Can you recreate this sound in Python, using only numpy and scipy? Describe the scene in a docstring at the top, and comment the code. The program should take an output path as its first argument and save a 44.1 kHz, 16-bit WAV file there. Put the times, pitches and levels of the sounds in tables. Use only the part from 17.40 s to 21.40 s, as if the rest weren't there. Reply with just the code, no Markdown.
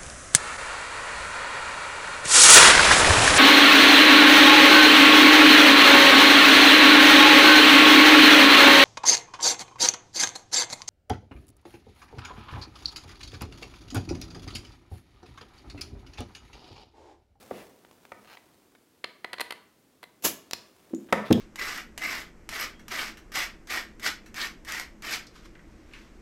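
"""In a wooden workshop, an air hose is uncoupled from a tool. After some handling on the floor the
fitting clicks as it is worked, lets out one short puff, a turbulent jet, and snaps shut. The hose end
drops on the boards and the tool is set down with a thump and a clink. Each impact is a burst of contact
noise, often with the damped modes of the struck body; the room reverberates after each sound."""
import sys
import numpy as np
from scipy import signal
from scipy.fft import rfft, irfft
from scipy.io import wavfile
from scipy.ndimage import uniform_filter1d

SR = 44100
rng = np.random.default_rng(int(sys.argv[2]) if len(sys.argv) > 2 else 0)


def to_wav(sig):
    """Store sig (one row per channel, or 1-D mono) as 16-bit WAV at the path in sys.argv[1].

    Samples outside -1..1 are clipped; the rate is SR.
    """
    pcm = np.clip(np.atleast_2d(sig), -1, 1) * 32767
    pcm = np.round(pcm).astype(np.int16)
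    wavfile.write(sys.argv[1], SR, pcm.T)  # frames by channels


N = 176400

# spectrum of sliding friction: f/Hz, level/dB
SLIDE_SPECTRUM = [(150, -9), (800, 4), (2400, 3), (3500, -2), (4500, -5), (8000, -17.5)]


def amp(db):
    """Amplitude ratio of a level in decibels."""
    return 10 ** (np.asarray(db) / 20)


def unit(x):
    """Normalisation to an rms of 1."""
    return x / np.sqrt(np.mean(x ** 2) + 1e-20)


def unit_energy(x):
    """Normalisation to the energy of 10 ms at an rms of 1."""
    return x / np.sqrt(np.sum(x ** 2) / (SR * .01) + 1e-20)


def value_at(points, hz):
    """Interpolation of (f/Hz, value) points on a log-frequency axis."""
    f, value = np.transpose(points)
    return np.interp(np.log(hz + 1), np.log(f + 1), value)


def add(mix, start_s, sound):
    """Superposition of a sound on the mix."""
    part = mix[max(round(start_s * SR), 0):][:len(sound)]
    part += sound[:len(part)]


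def colour(x, spectrum):
    """Minimum-phase filtering by a curve of (f/Hz, level/dB) points."""
    log_gain = np.log(amp(value_at(spectrum, abs(np.fft.fftfreq(4096, 1 / SR)))))
    response = np.fft.ifft(np.exp(np.conj(signal.hilbert(log_gain)))).real
    return signal.oaconvolve(x, response[:len(response) // 2])[:len(x)]


def brighten(x, lift_db, from_hz=4000, to_hz=13000):
    """A shelving filter lifts or dulls the treble."""
    return colour(x, [(from_hz, 0), (to_hz, lift_db)])


def uneven(x, deviation_db=3.2):
    """Modal coupling: each point of contact favours some treble resonances and misses others."""
    hz = np.geomspace(900, 16000, 48)
    db = np.append(0, deviation_db * rng.standard_normal(len(hz) - 1))
    return colour(x, np.transpose([hz, db]))


def contact(t, fade_s, rise_s):
    """Chatter of two surfaces is broadband noise: it rises, holds as long again, and fades."""
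    envelope = np.minimum(t / rise_s, 1) * np.exp(-np.maximum(t - 2 * rise_s, 0) / fade_s)
    chatter = rng.standard_normal(len(t)) * envelope
    for _ in range(3):  # flatten the spectrum, then restore the outline in time
        chatter = irfft(np.exp(1j * np.angle(rfft(chatter))), len(t)) * np.sqrt(envelope)
    return chatter


def mode(t, hz, t60, spread):
    """Seven close partials beat as they decay; the grip detunes them from blow to blow."""
    detune, phase = rng.uniform(-1.134, 1, (2, 7, 1))
    partials = np.sin(2 * np.pi * (hz * (1 + spread * detune) * t + phase))
    return 1000 ** (-t / t60) * partials.sum(0)


def impacts(blows, spectrum, modes=(), rise_s=.001, spread=.017):
    """Impact excitation: contact noise plus any damped modes; hardness favours the upper ones."""
    out, t = np.zeros(N), np.arange(SR // 4) / SR
    swell = 1 - np.exp(-t / rise_s)
    for start, db, fade_s, lift_db, *hardness_db in blows:
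        crack = unit_energy(uneven(colour(contact(t, fade_s, rise_s), spectrum)))
        ringing = sum(amp(mode_db) * unit_energy(swell * mode(t, hz, t60, spread))
                      for hz, mode_db, t60 in modes)
        blow = crack + ringing
        if hardness_db:
            blow = brighten(blow, hardness_db[0], from_hz=1200, to_hz=4200)
        add(out, start, amp(db) * unit_energy(brighten(blow, lift_db)))
    return out


def friction(spectrum, grain_db=3):
    """Rubbing surfaces give noise, amplitude-modulated in clumps of about 3 ms."""
    clumps = unit(uniform_filter1d(rng.standard_normal(N), 130))
    return unit(colour(rng.standard_normal(N) * amp(grain_db * clumps), spectrum))


def room_tone(level_db=-64.5):
    """Stationary background noise, strongest in the bass."""
    spectrum = [(25, -8.5), (300, 5), (700, -7), (2000, -13), (15000, -19)]  # f/Hz, level/dB
    return amp(level_db) * unit(colour(rng.standard_normal(N), spectrum))


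def clothes_rustle():
    """Friction of cloth gives a faint noise that swells and sinks."""
    envelope = [(.2, -54), (.35, -64), (1, -62), (1.5, -76), (2.7, -76), (3.4, -62.5)]  # t/s, level/dB
    spectrum = [(60, -8.5), (400, 1.5), (2000, -12.5), (14000, -20.5)]  # f/Hz, level/dB
    return friction(spectrum) * amp(np.interp(np.arange(N) / SR, *np.transpose(envelope)))


def floor_bumps():
    """Soft impacts on the floor put little energy into the treble."""
    blows = [(.1085, -30.5, 0.008, -5), (3.908, -18.5, 0.003, -29)]  # t/s, level/dB, contact fade/s, treble lift/dB
    spectrum = [(50, -27), (200, -4), (550, 0.5), (1100, -14), (14000, -65)]  # contact: f/Hz, level/dB
    return impacts(blows, spectrum, rise_s=.002045)


def slides():
    """Sliding friction of hose and tool, in short strokes."""
    strokes = [(0.113, .13, -52, 6.5), (3.843, 0.071, -47.5, -3)]  # t/s, duration/s, level/dB, treble lift/dB
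    out, t = np.zeros(N), np.arange(N) / SR
    grit = friction(SLIDE_SPECTRUM)
    for start, length, db, lift_db in strokes:
        arch = abs(np.sin(np.pi * np.clip((t - start) / length, 0, 1))) ** .5
        out += amp(db) * arch * unit(uneven(brighten(grit, lift_db)))
    return out


def handling_taps():
    """Light taps and scuffs radiate contact noise without ringing."""
    blows = [(.448, -54, 0.003, -20), (.511, -55, 0.0014, 6), (.651, -51.5, 0.0025, 3),
             (1.3495, -56, 0.0052, -5), (3.686, -48.5, 0.039, -27)]  # t/s, level/dB, contact fade/s, treble lift/dB
    spectrum = [(90, -4), (300, 5.5), (2100, -0.5), (15000, -30)]  # contact: f/Hz, level/dB
    return impacts(blows, spectrum)


def board_knocks():
    """Hard impacts set the floor boards into damped free vibration."""
    blows = [(.718, -39, .007, -4), (3.725, -15.5, 0.0073, 2)]  # t/s, level/dB, contact fade/s, treble lift/dB
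    spectrum = [(60, -15.5), (500, 1), (1200, -2), (1600, -8), (2000, -3), (2550, -9), (3200, -18.5),
                (11500, -30.5), (15000, -45)]  # contact: f/Hz, level/dB
    modes = [(207.6, -16, 0.15), (540, -9, 0.07), (911, -7, 0.05), (1281, -9, 0.05), (1808, -17, 0.19)]  # f/Hz, level/dB, T60/s
    return impacts(blows, spectrum, modes, rise_s=.00083, spread=.01)


def fitting_scrape(start_s=.84, length_s=.115, final_slips_per_s=3000, level_db=-54):
    """Stick-slip friction: the fitting drags over the boards in slips that come ever faster."""
    t = np.arange(round(length_s * SR)) / SR
    slip_chance = final_slips_per_s / SR * t / length_s
    slips = rng.standard_normal(len(t)) * (rng.random(len(t)) < slip_chance)
    out = np.zeros(N)
    add(out, start_s, amp(level_db) * unit(uneven(colour(slips, SLIDE_SPECTRUM))))
    return out


def fitting_clicks(fade_s=.002):
    """Small impacts in the worked fitting excite its heavily damped modes."""
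    clicks = [(.9695, -48.5, -8, -3), (1.6408, -30.5, -7, 1), (1.8438, -32.5, -1, -8),
              (1.9302, -34.5, 6, 1), (1.9375, -38, -10, -3), (1.982, -40, -8, -3), (1.996, -33.5, -2, -5),
              (2.005, -32, 15, -1), (2.0102, -29, 6, 1), (2.1058, -34, 7, -2), (2.1212, -37.5, 7, -2),
              (2.6285, -44.5, 12, -7), (2.6365, -45, 11, -7)]  # t/s, level/dB, treble lift/dB, hardness/dB
    spectrum = [(100, -20.5), (450, 1), (2600, -1.5), (4400, -2), (5600, -17.5), (7200, -20.5),
                (9300, -16.5), (12700, -22.5), (15000, -35)]  # contact: f/Hz, level/dB
    modes = [(998, -10, 0.03), (2021, -4, 0.022), (4200, -14, 0.022)]  # f/Hz, level/dB, T60/s
    blows = [(s, db, fade_s, lift_db, hardness_db) for s, db, lift_db, hardness_db in clicks]
    return impacts(blows, spectrum, modes, rise_s=.00198, spread=.032)


def air_puff(leak_s=2.824, open_s=2.833, rise_s=.018, level_db=-18.5, fall_db_per_s=333):
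    """Jet noise: air leaks past the seal, bursts from the opening valve and dies as the hose empties."""
    spectrum = [(50, -10.5), (330, 7.5), (1800, -2), (2800, 2), (3700, -2), (7200, 3.5), (8500, -7),
                (12000, 5), (13500, -2.5)]  # jet: f/Hz, level/dB
    t = np.arange(N) / SR
    leak = amp(-28) * (t > leak_s)
    opening = np.clip((t - open_s) / rise_s, 0, 1) ** 2.35
    pressure = amp(-fall_db_per_s * np.maximum(t - open_s - rise_s, 0))
    jet = unit(colour(rng.standard_normal(N), spectrum))
    return amp(level_db) * jet * pressure * (opening + leak)


def sleeve_snaps():
    """The locking sleeve snaps shut: abrupt contacts excite a high resonance."""
    blows = [(3.1105, -38, 0.00058, -2.5), (3.1325, -28, 0.0043, -2.5)]  # t/s, level/dB, contact fade/s, treble lift/dB
    spectrum = [(60, -12), (250, 0), (3200, -2), (5300, 4), (6700, -5), (15500, -12)]  # contact: f/Hz, level/dB
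    modes = [(4600, -13.5, 0.22)]  # f/Hz, level/dB, T60/s
    return impacts(blows, spectrum, modes, rise_s=.0007, spread=.14)


def tool_touchdown():
    """Low resonances make the tool's first contacts sound hollow."""
    blows = [(3.504, -46, .003, -5), (3.5335, -25, 0.0011, -5)]  # t/s, level/dB, contact fade/s, treble lift/dB
    spectrum = [(60, -39), (340, 2.5), (700, -25), (6000, -67)]  # contact: f/Hz, level/dB
    modes = [(325, 3, .075), (260, -7, .15)]  # f/Hz, level/dB, T60/s
    return impacts(blows, spectrum, modes, rise_s=.0028)


def ring_tinkle():
    """A small loose ring vibrates at a high natural frequency."""
    blows = [(3.547, -49.5, 0.0016, -8)]  # t/s, level/dB, contact fade/s, treble lift/dB
    spectrum = [(5000, -15), (7000, 5), (10000, -12)]  # contact: f/Hz, level/dB
    modes = [(7020, -5, 0.12)]  # f/Hz, level/dB, T60/s
    return impacts(blows, spectrum, modes)


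def tool_thump():
    """The tool lands with a dull, low thump whose damped modes ring briefly."""
    blows = [(3.9035, -11, .0045, 0), (3.9155, -13, .0042, 0)]  # t/s, level/dB, contact fade/s, treble lift/dB
    spectrum = [(45, -33), (115, 0), (380, -1), (900, -24), (14000, -59.5)]  # contact: f/Hz, level/dB
    modes = [(173, -4, .13), (243.4, -6, .13), (303.4, -8, .13), (354.4, -5, .13)]  # f/Hz, level/dB, T60/s
    return impacts(blows, spectrum, modes, rise_s=.004, spread=.0065)


def metal_clink():
    """A metal part rings in free vibration on landing."""
    blows = [(3.926, -26.5, 0.0036, 2.5)]  # t/s, level/dB, contact fade/s, treble lift/dB
    spectrum = [(500, -36), (2300, -10), (2850, 7.5), (4500, -6.5), (14000, -24)]  # contact: f/Hz, level/dB
    modes = [(2870, -10, .06), (3260, -11, 0.15)]  # f/Hz, level/dB, T60/s
    return impacts(blows, spectrum, modes, spread=.04)


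def reverberation(x, build_s=.0043):
    """Dense reflections from wooden walls decay exponentially, the treble first."""
    bands = [(100, 0.45, 13), (308, 0.66, 1), (1490, 0.52, 0), (4500, 0.47, -2), (13100, 0.31, -2.5)]  # diffuse field: f/Hz, T60/s, level/dB
    hz, t, noise = signal.stft(rng.standard_normal(SR), SR, nperseg=256)
    t60, db = (value_at([(row[0], row[k]) for row in bands], hz)[:, None] for k in (1, 2))
    decay_rate = np.log(1000) / t60
    decay = np.sqrt(2 * decay_rate / SR) * np.exp(-decay_rate * t)  # unit energy in each band
    tail = signal.istft(noise * amp(db) * decay, SR, nperseg=256)[1]
    tail *= np.minimum(np.arange(len(tail)) / SR / build_s, 1) ** 2
    return signal.fftconvolve(x, tail)[:N]


def scene():
    """Direct and reverberant sound add; sources on the floor excite the room more than those in hand."""
    hands = fitting_clicks() + sleeve_snaps() + handling_taps() + metal_clink()
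    hands += slides() + clothes_rustle() + fitting_scrape()
    boards = board_knocks() + floor_bumps() + ring_tinkle()
    weight = tool_thump() + tool_touchdown()
    air = air_puff()
    echo = reverberation(amp(-9.5) * hands + amp(-5.5) * boards + amp(-8.5) * weight + amp(-12) * air)
    return (hands + boards + weight + air + echo + room_tone())[None]


def record(dry, low_cut_hz=68, edge_hz=16000):
    """Band limiting: the microphone thins the deep bass and a low-pass removes the top treble."""
    thinned = signal.lfilter(*signal.butter(1, low_cut_hz, "highpass", fs=SR), dry)
    low_pass = signal.firwin(511, edge_hz, window=("kaiser", 9), fs=SR)
    return signal.oaconvolve(thinned, low_pass[None], "same")


dry = scene()
out = record(dry)
to_wav(out)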